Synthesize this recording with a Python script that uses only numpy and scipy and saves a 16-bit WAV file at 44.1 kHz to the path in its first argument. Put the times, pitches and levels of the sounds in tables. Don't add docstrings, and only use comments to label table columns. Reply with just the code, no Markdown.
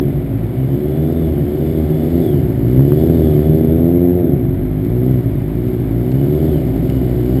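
import sys
import numpy as np
from scipy import signal
from scipy.fft import rfft, irfft, next_fast_len
from scipy.io import wavfile
from scipy.ndimage import uniform_filter1d

SR = 44100
rng = np.random.default_rng(int(sys.argv[2]) if len(sys.argv) > 2 else 0)


def generate_wav(signal):
    frames = np.transpose(np.atleast_2d(signal))
    scaled = np.clip(frames, -1, 1) * 32767
    pcm = np.round(scaled).astype(np.int16)
    wavfile.write(sys.argv[1], SR, pcm)


N = 326340
T = np.arange(N) / SR


def amp(db):
    return 10 ** (np.asarray(db) / 20)


def unit(x):
    return x / np.sqrt(np.mean(x ** 2) + 1e-20)


def curve(rows, column=1):
    rows = np.asarray(rows)
    return np.interp(T, rows[:, 0], rows[:, column])


def spectrum_at(points, hz):
    freq_hz, value = np.transpose(points)
    return np.interp(np.log(hz + 1), np.log(freq_hz + 1), value)


def resonance(hz, centre_hz, width_hz):
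    return 1 / (1 + (2 * (hz - centre_hz) / width_hz) ** 2)


def shaped(x, gain):
    size = next_fast_len(len(x) + 8192)
    return irfft(rfft(x, size) * gain(np.fft.rfftfreq(size, 1 / SR)), size)[:len(x)]


def noise(colour, size=N):
    return unit(shaped(rng.standard_normal(size), lambda hz: amp(spectrum_at(colour, hz))))


def wander(rate_hz, size=16384):
    hz = np.fft.rfftfreq(size, T[-1] / size)
    slow = irfft(rfft(rng.standard_normal(size)) * np.exp(-(hz / rate_hz) ** 2))
    return unit(np.interp(T, np.linspace(0, T[-1], size), slow))


def steady(x, size=4001):
    window = signal.windows.hann(size)
    power = signal.fftconvolve(x ** 2, window, "same") / signal.fftconvolve(np.ones(N), window, "same")
    return x / np.sqrt(abs(power) + 1e-12)


def minimum_phase(gain, size=4096):
    cepstrum = irfft(np.log(np.maximum(gain, 1e-5)))
    half = len(cepstrum) // 2
    cepstrum[1:half] *= 2
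    cepstrum[half + 1:] = 0
    return irfft(np.exp(rfft(cepstrum)))[:size]


# time_s, firing_hz
ENGINE_SPEED = [(0.0, 77.1), (0.22, 55.9), (0.33, 53.7), (0.43, 59.7), (0.89, 75.8), (1.17, 83.8),
                (1.36, 71.2), (1.44, 69.0), (1.61, 79.9), (1.75, 80.4), (1.89, 74.3), (2.18, 86.2),
                (2.55, 51.5), (2.68, 60.4), (2.92, 73.9), (3.07, 81.9), (3.15, 83.0), (3.36, 73.0),
                (3.48, 78.3), (3.77, 81.4), (3.9, 86.2), (4.16, 89.5), (4.22, 86.7), (4.29, 77.9),
                (4.51, 43.8), (4.61, 50.9), (4.8, 50.7), (4.9, 59.0), (5.11, 65.2), (5.15, 63.5),
                (5.4, 44.9), (5.56, 59.1), (5.71, 63.6), (5.85, 52.6), (6.37, 76.9), (6.45, 80.7),
                (6.51, 75.9), (6.72, 52.3), (6.86, 62.7), (6.94, 66.7), (7.05, 61.2), (7.23, 59.8),
                (7.34, 65.4), (7.4, 67.7)]


def revs(power, cruise_hz=70.7):
    return (curve(ENGINE_SPEED) / cruise_hz) ** power


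def overrun(coast_hz_per_s=80, ease_s=0.048):
    slowing = -np.gradient(curve(ENGINE_SPEED)) * SR
    return uniform_filter1d(np.clip(slowing / coast_hz_per_s, 0, 1), int(ease_s * SR) + 1)


# time_s, gain_db
DRIVE_FACING = [(0, -3.5), (1.2, -1.5), (2.1, 2.5), (3.3, 4.5), (4.25, -11), (5, -1), (5.9, 0), (6.5, 3.5),
                (7.4, 6)]
# firing_multiple, gain_db
GEAR_TEETH = [(16, -4), (22, -2), (39, -12), (42, -4), (44, 0.5), (46, -9), (49, -11), (66, -6)]
# pitch_hz, width_hz, gain_db
CASING_MODES = [(1320, 300, -6.5), (1720, 360, -1), (2976, 210, 4), (3380, 160, -5), (3550, 680, 1.5)]


def gears(turns, whine_db=-62, lash_hz=2.3, scrape_db=3, mesh_db=-2, overrun_db=4.0):
    mesh = np.zeros(N)
    for multiple, db in GEAR_TEETH:
        blur = wander(multiple * lash_hz) + 1j * wander(multiple * lash_hz)
        mesh += amp(db + 2 * wander(6)) * (blur * np.exp(2j * np.pi * multiple * turns)).real
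    mesh *= amp(mesh_db + overrun_db * overrun())
    scrape = amp(scrape_db) * noise([(1000, -25.5), (2500, -4), (3000, 3.5), (4000, -3), (6000, -27.0)])
    ringing = shaped(mesh + scrape,
                     lambda hz: sum(amp(db) * resonance(hz, f, width) for f, width, db in CASING_MODES))
    return ringing * revs(1.6) * amp(0.76 * curve(DRIVE_FACING) + whine_db)


# freq_hz, gain_db
CLATTER_COLOUR = [(200, -14.5), (600, 3), (900, 2.5), (1150, -2), (1650, -3.5), (2200, -1), (2600, -11),
                  (3500, -10.5), (4500, -20), (6000, -21.5)]
# freq_hz, gain_db
CHAIN_COLOUR = [(1500, -22.5), (2600, -9), (3050, -10), (3600, -1.5), (3900, 1), (4500, 2.5), (5200, 0.5),
                (6000, -5)]


def clatter_and_chain(turns, clatter_db=-43, chain_db=-55, throb=0.057, grain=0.25):
    crank = 1 + throb * np.cos(4 * np.pi * turns)
    facing_db = curve(DRIVE_FACING)
    clatter = unit(noise(CLATTER_COLOUR) * crank * np.exp(0.11 * wander(150)))
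    chain = unit(noise(CHAIN_COLOUR) * crank * np.exp(grain * wander(300)))
    return clatter * amp(0.17 * facing_db + clatter_db) + chain * revs(1.4) * amp(facing_db + chain_db)


# start_s, gain_db, t60_s
CLACKS = [(2.681, -33, .03), (4.848, -33, .035), (5.679, -32, .03), (6.117, -26, .028), (6.764, -30, .028),
          (6.899, -22, .016), (7.094, -36, .02), (7.259, -34, .025)]
# freq_hz, gain_db
CLACK_COLOUR = [(600, -12), (1500, 0), (2300, 5), (3000, 1), (4500, -2), (6000, -4)]


def drive_clacks(clack_db=-7, size=6000):
    out, t = np.zeros(N + size), np.arange(size) / SR
    for start_s, db, t60_s in CLACKS:
        start = round(start_s * SR)
        decay = np.exp(-np.log(1000) * t / t60_s)
        out[start:start + size] += amp(db + clack_db) * noise(CLACK_COLOUR, size) * decay
    return out[:N]


# delay_s, gain_db
WALLS = [(0.045, -8.5), (.064, -17.5), (0.112, -20.5), (.19, -8), (.225, -9.5), (.33, -6)]
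# freq_hz, t60_s
YARD_DECAY = [(60, 2.05), (400, 0.9), (2000, 1.97), (6000, 0.34)]


def yard(x, drift_s=0.003, scatter_db=-4, build_s=0.021, taps_per_s=2000):
    slaps = sum(amp(db) * np.interp(abs(T - delay - drift_s * wander(.4)), T, x) for delay, db in WALLS)
    running = np.pad(x, (SR, 0), "reflect")
    taps = rng.standard_normal(SR) * (rng.random(SR) < taps_per_s / SR)
    hz, t, bands = signal.stft(taps, SR, nperseg=256)
    fall_db = -60 * t / spectrum_at(YARD_DECAY, hz)[:, None]
    tail = signal.istft(bands * amp(fall_db) * (1 - np.exp(-t / build_s)), SR, nperseg=256)[1]
    return slaps + amp(scatter_db) * signal.fftconvolve(running, tail / np.linalg.norm(tail))[SR:SR + N]


# time_s, gain_db
TO_WALLS = [(0, -20.5), (1.3, -20.5), (2.3, -19.5), (3.5, -19.5), (5.5, -22.5), (6.5, -18), (7.4, -18.5)]
# freq_hz, gain_db
YARD_COLOUR = [(50, -5), (90, -1), (135, 2.5), (250, -0.5), (330, 0), (400, -4), (500, 0.5), (700, 8.5),
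               (1000, 16)]


def wall_echoes(pipe, wall_db=-1.5):
    returned = yard(steady(pipe) * revs(0.54) * amp(curve(TO_WALLS)))
    return amp(wall_db) * shaped(returned, lambda hz: amp(spectrum_at(YARD_COLOUR, hz)))


def raggedness(open_spread=0.16, shut_spread=0.27):
    return (open_spread + (shut_spread - open_spread) * overrun()) / revs(0.21)


def firings(turns, jitter_s=0.00075):
    due = np.flatnonzero(np.diff(np.floor(turns)))
    shortfall, lateness = rng.standard_normal((len(due), 2)).T * raggedness()[due]
    fired = due + np.round(lateness * jitter_s * SR).astype(int)
    kicks = np.zeros(N)
    kicks[np.clip(fired, 0, N - 1)] = np.exp(-2 * abs(shortfall))
    return kicks


# freq_hz, gain_db
SILENCER = [(15, -44), (35, -34.5), (50, 1), (80, -3), (190, -9), (330, -5.5), (400, -8.5), (450, -14),
            (700, -24), (800, -35.5), (1000, -56.5), (1600, -56), (5000, -73)]
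# pitch_hz, width_hz, lift_db
PIPE_MODES = [(69.4, 71, -2.5), (133.9, 76.4, 13), (263.6, 47, 8), (365.9, 49, 9.5), (582, 76, 3)]


def exhaust(turns, turbulence=0.049, puff_cycles=0.53):
    hz = np.fft.rfftfreq(16384, 1 / SR)
    modes_db = sum(db * resonance(hz, f, width) for f, width, db in PIPE_MODES)
    ring = minimum_phase(amp(spectrum_at(SILENCER, hz) + modes_db))
    gas = noise([(100, 8), (200, 2), (350, -3.5), (600, 4), (1000, -0.5), (3000, -2.0)])
    puffs = np.exp(-(turns % 1) / puff_cycles) * gas
    return signal.oaconvolve(firings(turns) + turbulence * raggedness() * puffs, ring)[:N]


# centre_s, length_s, strength_factor
ODD_FIRINGS = [(2.1, .02, .4), (2.55, .05, .7), (2.798, .036, 1.7), (2.922, .026, 1.12), (5.225, .04, .4),
               (6.81, .03, .6)]


def stumbles_and_bangs():
    return 1 + sum((factor - 1) * np.exp(-(2 * (T - centre_s) / length_s) ** 4)
                   for centre_s, length_s, factor in ODD_FIRINGS)


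# throb_hz, boom_hz, bark_hz
BAND_EDGES = (83, 184, 353)
# time_s, throb_db, boom_db
BASS = [(0, -24, -31), (.6, -31, -23.5), (1.2, -23.5, -30), (2.1, -27.5, -22), (2.8, -24.5, -17.5),
        (3.5, -24.5, -14), (4.15, -27.5, -19.5), (4.7, -21, -22.5), (5.15, -23.5, -15.5), (5.5, -23.5, -22),
        (6.2, -25.5, -19.5), (6.7, -21, -25.5), (7.4, -18, -22)]
# time_s, gain_db
PIPE_FACING = [(0, -18.5), (.35, -30), (.8, -21), (1.9, -21.5), (2.55, -16), (2.95, -15.5), (3.6, -16.5),
               (4.1, -16.5), (4.6, -18.5), (5.1, -16.5), (5.45, -19.5), (6.3, -18.5), (6.65, -20),
               (7.4, -16.5)]


def direct_exhaust(pipe, throb_db=-2.5, boom_db=-1, bark_db=0.7, rasp_db=-1.5, swell_db=7):
    lows, bass, body = (shaped(pipe, lambda hz: 1 / (1 + (hz / edge) ** 12)) for edge in BAND_EDGES)
    throb = steady(lows) * amp(curve(BASS) + throb_db)
    in_tune = resonance(2 * curve(ENGINE_SPEED), centre_hz=136.3, width_hz=16)
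    boom = steady(bass - lows) * amp(curve(BASS, column=2) + swell_db * in_tune + boom_db)
    rasp = (pipe - body) * amp(rasp_db) * revs(1.83)
    bark = steady(body - bass + rasp) * revs(1.75) * amp(curve(PIPE_FACING) + bark_db)
    return throb + boom + bark


def scene():
    turns = np.cumsum(curve(ENGINE_SPEED)) / SR
    pipe = exhaust(turns)
    thumps = direct_exhaust(pipe) * stumbles_and_bangs()
    return (thumps + wall_echoes(pipe) + clatter_and_chain(turns) + gears(turns) + drive_clacks())[None]


def record(dry, corner_hz=5450, hold_hz=12000, edge_hz=15750):
    overloaded = np.clip(dry[0], -1, 1)
    dulled = shaped(overloaded, lambda hz: 1 / np.sqrt(1 + (hz / corner_hz) ** 44))
    mirrored = dulled * (1 + 2 * np.cos(2 * np.pi * hold_hz * T))
    held = shaped(mirrored, lambda hz: np.sinc(hz / hold_hz))
    top_cut = signal.firwin(511, edge_hz, window=("kaiser", 9), fs=SR)
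    return signal.oaconvolve(held, top_cut, "same")[None]


dry = scene()
out = record(dry)
generate_wav(out)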